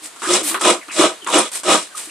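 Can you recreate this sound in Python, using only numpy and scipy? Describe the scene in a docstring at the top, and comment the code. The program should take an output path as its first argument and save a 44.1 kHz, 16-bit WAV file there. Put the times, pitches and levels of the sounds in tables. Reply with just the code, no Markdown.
"""A small room, a stereo microphone close to a plastic bowl: coconut is grated by hand, five strokes.
In each the shell knocks onto a toothed blade, the teeth tear through the flesh, and the hollow shell
and the blade ring with the tearing. Between strokes the piece brushes lightly back and the wet flesh
squeaks. The work sits in the centre, with short reflections and a steady hiss around it."""
import sys
import numpy as np
from scipy import signal
from scipy.fft import rfft, irfft, next_fast_len
from scipy.io import wavfile
from scipy.ndimage import uniform_filter1d, minimum_filter1d, map_coordinates

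SR = 44100
rng = np.random.default_rng(int(sys.argv[2]) if len(sys.argv) > 2 else 0)


def persist_wave(psi):
    """Save psi, clipped to +-1, as 16-bit WAV."""
    counts = np.round(np.clip(psi, -1, 1) * 32767).astype(np.int16)
    wavfile.write(sys.argv[1], SR, np.atleast_2d(counts).T)


N = 92610


def amp(db):
    """Decibels to gain."""
    return 10 ** (np.asarray(db) / 20)


def unit(x):
    """Scale to rms 1."""
    return x / np.sqrt(np.mean(x ** 2) + 1e-20)


def along(points, hz):
    """Read a curve of (Hz, value) points on a log frequency axis."""
    freqs, values = np.transpose(points)
    return np.interp(np.log(hz + 1), np.log(freqs + 1), values)


def clock():
    """Time of each sample in seconds."""
    return np.arange(N) / SR


def filtered(x, response):
    """Multiply the spectrum of x by response(Hz)."""
    size = next_fast_len(N + SR // 2)
    return irfft(rfft(x, size) * response(np.fft.rfftfreq(size, 1 / SR)), size)[..., :N]


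def coloured(x, points):
    """Shape x by (Hz, dB) points with a minimum-phase filter; rms 1."""
    size = 4096
    cepstrum = irfft(np.log(amp(along(points, np.fft.rfftfreq(size, 1 / SR)))))
    cepstrum[1:size // 2] *= 2
    cepstrum[size // 2 + 1:] = 0
    impulse = irfft(np.exp(rfft(cepstrum)))
    return unit(signal.fftconvolve(x, impulse)[:N])


def ringing(x, modes):
    """Pass x through (Hz, width in Hz, dB) resonances with steep skirts and alternating signs; rms 1."""
    def response(f):
        total = 0
        for k, (hz, width, db) in enumerate(modes):
            peak = 1j * f * width / (hz * hz - f * f + 1j * f * width)
            skirts = 1 + ((f - hz) / (hz / 2)) ** 4
            total += (-1) ** k * amp(db) * peak / skirts
        return total
    return unit(filtered(x, response))


def snaps(rate, spread_db, smooth):
    """Fibres snap at random, rate a second, over a share of smooth friction."""
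    sizes = rng.choice([-1, 1], N) * amp(spread_db * np.clip(rng.standard_normal(N), -2, 2))
    clicks = unit(sizes * (rng.random(N) < rate / SR))
    return unit(clicks + smooth * rng.standard_normal(N))


def wobble(rate):
    """A smooth random curve, rate knots a second."""
    return map_coordinates(rng.standard_normal(N // 4), [clock() * rate], mode="wrap")


def swell(peak, hold, rise, fall):
    """Rise to 1 at peak seconds, hold, then fall; slopes in dB per second."""
    t = clock()
    return amp(-rise * np.maximum(peak - t, 0) - fall * np.maximum(t - peak - hold, 0))


def touching(touch, lift):
    """A gate, open while the flesh lies on the blade."""
    return swell(touch, lift - touch, rise=12000, fall=700)


# The room's hiss and rumble at the microphone. Each row: frequency in Hz, level in dB.
HISS_COLOUR = [(15, -53), (25, -36.5), (399, -7.5), (537, -9), (665, -6.5), (803, -7.5), (1200, -4),
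               (1570, -7.5), (4370, -9.5), (5000, -12.5), (5420, -14), (9040, -7.5), (15500, -35)]
RUMBLE_COLOUR = [(20, -2), (60, -21), (150, 4), (400, -22)]
def room_tone():
    """Steady hiss, partly shared by left and right, over a faint rumble."""
    shared, left, right = [coloured(rng.standard_normal(N), HISS_COLOUR) for _ in range(3)]
    hiss = unit(shared + 1.15 * np.array([left, right]))
    rumble = coloured(rng.standard_normal(N), RUMBLE_COLOUR)
    return amp(-41.5) * hiss + amp(-80) * rumble


# Wet slips on the blade. Each row: start in seconds, nominal length in seconds, pitch in Hz,
# glide in octaves per second, relative level in dB, roughness as a share of the pitch.
WET_SLIPS = [(0.018, 0.055, 326, -3, -48.5, 0.13), (0.225, 0.025, 930, 1, -45, 0.024),
             (0.236, 0.038, 1650, -1, -27.5, 0.11), (0.286, 0.084, 354.3, 0.5, -21, 0.032),
             (0.333, 0.0067, 7000, 4, -14.5, .17), (0.402, 0.087, 347.8, -4, -31.5, 0.044),
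             (0.5, 0.088, 310, 4, -31.5, 0.068), (0.809, 0.038, 2350, -7.5, -40.5, 0.11),
             (0.884, 0.014, 320, -8, -44.5, 0.054), (0.891, 0.048, 2687, -8, -34, 0.146),
             (1.213, 0.054, 3220, -3.5, -42, 0.037), (1.22, 0.032, 425, -17, -41, 0.053),
             (1.265, 0.052, 1251, -9, -26.5, 0.086), (1.334, 0.021, 2900, -1, -19.5, 0.045),
             (1.381, 0.022, 9350, -2, -19, 0.0675), (1.911, 0.023, 1593, -2, -44, .02),
             (1.946, 0.014, 1238, 1, -32, 0.027), (1.974, 0.02, 1405, 0.5, -43, 0.056),
             (2.07, 0.024, 308.4, 3, -43.5, 0.046), (2.091, 0.024, 2300, 1, -33.5, 0.22)]
def squeaks():
    """Wet flesh slips with small, rough tones, many of them falling."""
    out = np.zeros(N)
    for start, length, hz, glide, db, roughness in WET_SLIPS:
        t = np.clip(clock() - start, 0, 2 * length)
        pitch = hz * 2 ** (glide * t) * (1 + roughness * wobble(900))
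        tone = np.sin(2 * np.pi * np.cumsum(pitch) / SR)
        flutter = unit(amp(3.2 * wobble(250)))
        envelope = swell(start + 0.0047, length / 2, rise=2700, fall=20 / length)
        out += amp(db + 3.5) * flutter * tone * envelope
    return out


# Light brushing (also the colour of the ticks) and its sheen. Each row: frequency in Hz, level in dB.
BRUSH_COLOUR = [(88, -75), (150, -33), (263, -15), (462, -11), (1290, -8.5), (1600, -11.5), (1870, -8),
                (2310, -7.5), (6470, -8.5), (8650, 1), (13300, -19.5), (15500, -51)]
SHEEN_COLOUR = [(3000, -50), (7500, -12), (10000, 4), (13000, -5), (15000, -7)]
# Passes back over the blade. Each row: touch, peak and lift in seconds, level in dB,
# rise and fall in dB per second, sheen in dB relative to the brushing.
BACK_PASSES = [(0.023, 0.054, 0.13, -31.5, 304, 350, -22), (.431, 0.485, 0.572, -18.5, 196, 210, -6.5),
               (1.517, 1.562, 1.605, -25, 96, 230, -23), (1.953, 1.984, 2.39, -26.5, 298, 128, -21)]
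def brushing_back():
    """Without pressure the flesh only brushes back over the teeth; a brisk pass adds a high sheen."""
    grit = snaps(rate=3500, spread_db=3.5, smooth=1.07) * amp(1.35 * wobble(120))
    brush = coloured(grit, BRUSH_COLOUR)
    sheen = coloured(snaps(rate=5000, spread_db=5, smooth=0.8), SHEEN_COLOUR)
    out = np.zeros(N)
    for touch, peak, lift, db, rise, fall, sheen_db in BACK_PASSES:
        envelope = swell(peak, 0.0017, rise, fall) * touching(touch, lift)
        out += amp(db) * (brush + amp(sheen_db) * sheen) * envelope
    return out


# Knock, crack and fine fizz (also heard in the grating). Each row: frequency in Hz, level in dB.
KNOCK_COLOUR = [(50, -40), (100, -18), (220, -15.5), (330, -3), (500, -19.5), (800, -12), (1000, -1.5),
                (1270, -0.5), (1600, -9), (2200, -13.5), (4000, -15.5), (10000, -60), (15000, -46)]
CRACK_COLOUR = [(100, -65), (400, -4.5), (1200, 0.5), (2200, -4.5), (4000, -12), (8000, -10), (11000, -18),
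                (15000, -36)]
FIZZ_COLOUR = [(200, -45), (1500, -5), (4000, -3), (5500, -2.5), (6500, -5.5), (7700, 3.5), (9000, 0.5),
               (10000, -4), (11200, -15.5), (13000, -26), (15500, -41)]
# The shell meets the blade. Each row: time in seconds, knock, crunch and crack levels in dB,
# fall of knock and crunch in dB per second.
LANDINGS = [(.162, -39.5, -43.5, -45, 298), (.22, -27, -38.5, -26, 147), (0.232, -27, -29, -30, 215),
            (0.514, -23, -49, -48, 548), (0.544, -16.5, -35, -20.5, 377), (.612, -19, -21, -17.5, 248),
            (0.651, -18.5, -33, -11, 500), (0.883, -33.5, -45, -32, 326), (.917, -45, -34, -45, 300),
            (1.265, -22.5, -44, -39, 208), (1.272, -30.5, -29, -27, 326), (1.523, -48, -47, -34.5, 300),
            (1.634, -32, -33, -24, 250)]
def knocks():
    """The piece lands on the blade with a dry crack, a hollow knock and a short crunch."""
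    grit = snaps(rate=3000, spread_db=2.5, smooth=0.93)
    knock, crunch = coloured(grit, KNOCK_COLOUR), coloured(grit, FIZZ_COLOUR)
    crack = coloured(rng.standard_normal(N), CRACK_COLOUR)
    hits = np.zeros(N)
    for at, knock_db, crunch_db, crack_db, fall in LANDINGS:
        hits += (amp(knock_db) * knock + amp(crunch_db) * crunch) * swell(at, 0.0011, 11000, fall)
        hits += amp(crack_db) * crack * swell(at, 0.00035, rise=23000, fall=5100)
    return filtered(hits, lambda hz: 1 - np.exp(-(hz / 220) ** 2))  # bass cut


# The shell's broad body and the teeth's rasp, close up. Each row: frequency in Hz, level in dB.
BODY_COLOUR = [(60, -41.5), (110, -24.5), (200, -2), (300, 2), (420, 2), (650, 8), (850, -12), (1050, -6.5),
               (1280, 4.5), (1550, -5), (2200, -24), (5000, -46), (12000, -73)]
RASP_COLOUR = [(150, -67), (500, 15), (1400, -14), (2000, 4), (2600, -1), (3700, 4.5), (4700, -15),
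               (6000, -1), (9000, -6), (14000, -66)]
# Resonances of the hollow shell. Each row: frequency in Hz, level in dB.
SHELL_MODES = [(225, -10), (300, -3), (354, 4), (489, -4), (525, -5), (590, -5), (635, 0), (698, -3),
               (789, -2), (956, -2), (1012, -2), (1060, -5), (1150, -4), (1200, -1), (1268, 2), (1315, -5),
               (1539, -7)]
# Resonances of the blade. Each row: frequency in Hz, width in Hz, level in dB.
BLADE_MODES = [(2170, 70, -4), (2290, 60, -4), (2430, 50, 0), (2530, 60, -1), (2900, 110, -1),
               (3085, 60, -4), (3403, 90, 1), (3797, 50, -1), (3970, 100, -5), (4150, 60, -7),
               (5380, 110, -5)]
# Cutting strokes. Each row: touch, full pressure, shell hold and lift in seconds,
# shell, rasp and fizz levels in dB, fizz peak in seconds, fizz fall in dB per second.
CUTTING_STROKES = [(0.195, 0.304, 0.078, 0.42, -20.5, -23, -17, 0.33, 222),
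                   (0.595, 0.658, 0.058, .8, -14, -16, -18.5, 0.68, 302),
                   (.915, 0.996, .06, 1.23, -13.5, -17.5, -19, 1.001, 220),
                   (1.285, 1.34, 0.054, 1.487, -13.5, -18, -19, 1.36, 168),
                   (1.638, 1.69, .058, 1.875, -12.5, -17.5, -17.5, 1.716, 192)]
def grating():
    """The teeth judder through the flesh; the snaps ring shell and blade and spray a fine fizz."""
    judder = unit(amp(1.08 * wobble(330) + 0.13 * wobble(90)))
    tear = judder * snaps(rate=1400, spread_db=0.5, smooth=0.22)
    shell_modes = [(hz, 16.7, db) for hz, db in SHELL_MODES]  # each 16.7 Hz wide
    shell_ring = ringing(judder * snaps(rate=810, spread_db=3.5, smooth=0.43), shell_modes)
    shell = unit(coloured(tear, BODY_COLOUR) + amp(3.5) * shell_ring)
    scrape = coloured(tear + 1.18 * judder * rng.standard_normal(N), RASP_COLOUR)
    blade_ring = ringing(judder * snaps(rate=1300, spread_db=-0.5, smooth=0.3), BLADE_MODES)
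    rasp = unit(scrape + amp(-1) * blade_ring) + amp(-10.5) * crackle()
    fizz = coloured(judder * snaps(rate=4000, spread_db=0, smooth=0.4), FIZZ_COLOUR)
    out = np.zeros(N)
    for touch, pressed, hold, lift, shell_db, rasp_db, fizz_db, fizz_peak, fall in CUTTING_STROKES:
        stroke = amp(shell_db) * shell * swell(pressed, hold, rise=526, fall=311)
        stroke += amp(rasp_db) * rasp * swell(pressed, hold * 0.85, rise=416, fall=fall * 1.15)
        stroke += amp(fizz_db) * fizz * swell(fizz_peak, 0.029, rise=183, fall=fall)
        out += touching(touch, lift) * stroke
    return out


def crackle():
    """Coarse fibres tear in clumps, bright and dry."""
    clumps = snaps(rate=360, spread_db=5.5, smooth=0) * amp(1.8 * wobble(71.2))
    return coloured(clumps, [(300, -25), (1500, -10.5), (3400, 3), (4600, -11), (8500, 1.5),
                             (10000, -14.5), (12000, -27), (15000, -46)])


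# One catch in each stroke. Each row: start in seconds, relative boom and thud levels in dB.
TOOTH_CATCHES = [(0.272, -14.5, -62), (.668, -10.5, -59), (0.994, -0.5, -47), (1.352, -3, -41),
                 (1.686, -7, -34)]
def catches(boom_hz=336.4, boom_t60_s=0.057, thud_hz=46.3, thud_t60_s=0.2):
    """A tooth catches and lets go: one short boom of the hollow and a thud in the blade's support."""
    out = np.zeros(N)
    for start, boom_db, thud_db in TOOTH_CATCHES:
        t = np.maximum(clock() - start, 0)
        boom = amp(boom_db + 5.5 - 60 * t / boom_t60_s) * np.sin(2 * np.pi * boom_hz * t)
        thud = amp(thud_db - 60 * t / thud_t60_s) * np.sin(2 * np.pi * thud_hz * t)
        attack = 1 - np.exp(-t / 0.0064)
        out += (boom + thud) * attack
    return out


# Single short clicks. Each row: time in seconds, level in dB.
DRY_TICKS = [(.477, -18), (1.246, -27), (1.303, -21), (1.599, -27)]
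def ticks():
    """A short, dry, bright tick."""
    envelope = sum(amp(db) * swell(at, 0.0005, rise=30000, fall=8100) for at, db in DRY_TICKS)
    return envelope * coloured(rng.standard_normal(N), BRUSH_COLOUR)


def reflections(t60):
    """A stereo burst of reflections, energy about 1 a side, dying by (Hz, seconds to fall 60 dB)."""
    hz, t, spectrum = signal.stft(rng.standard_normal((2, SR // 3)), SR, nperseg=256)
    decay = amp(-60 * t / along(t60, hz)[:, None])
    burst = signal.istft(spectrum * decay, SR, nperseg=256)[1]
    return np.pad(burst / np.linalg.norm(burst[0]), ((0, 0), (60, 0)))  # 60 samples after the direct


# Surfaces near the microphone. Each row: frequency in Hz, level of the stereo side signal in dB.
SIDE_COLOUR = [(60, -58), (300, -27.5), (600, -18.5), (1200, -10.5), (2200, -7.5), (4500, -3.5),
               (12000, -3.5)]
# The small room's tail. Each row: frequency in Hz, seconds to fall 60 dB.
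ROOM_DECAY = [(200, 0.12), (2000, 0.19), (10000, 0.16)]
def room(x):
    """Close surfaces spread the treble from side to side; a faint tail follows."""
    early = reflections([(200, 0.068), (2000, 0.035), (10000, 0.031)])[0]
    near = signal.fftconvolve(x, early)[:N]
    side = filtered(near, lambda hz: amp(along(SIDE_COLOUR, hz)))
    tail = signal.fftconvolve(x[None], reflections(ROOM_DECAY), axes=1)[:, :N]
    return np.array([side, -side]) + amp(-13) * tail


def scene():
    """The handwork, close and nearly central before the microphone, in its room."""
    work = grating() + catches() + knocks() + ticks() + brushing_back() + squeaks()
    balance = amp(np.array([[-0.067], [0.067]]))
    return (work + room(work)) * balance + room_tone()


def record(dry):
    """Behind the microphone a fast limiter holds down peaks over full scale; the band ends at 15.5 kHz."""
    needed = 1 / np.maximum(np.abs(dry).max(axis=0), 1)
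    gain = uniform_filter1d(minimum_filter1d(needed, size=90), size=90)
    return filtered(dry * gain, lambda hz: hz < 15500)


dry = scene()
out = record(dry)
persist_wave(out)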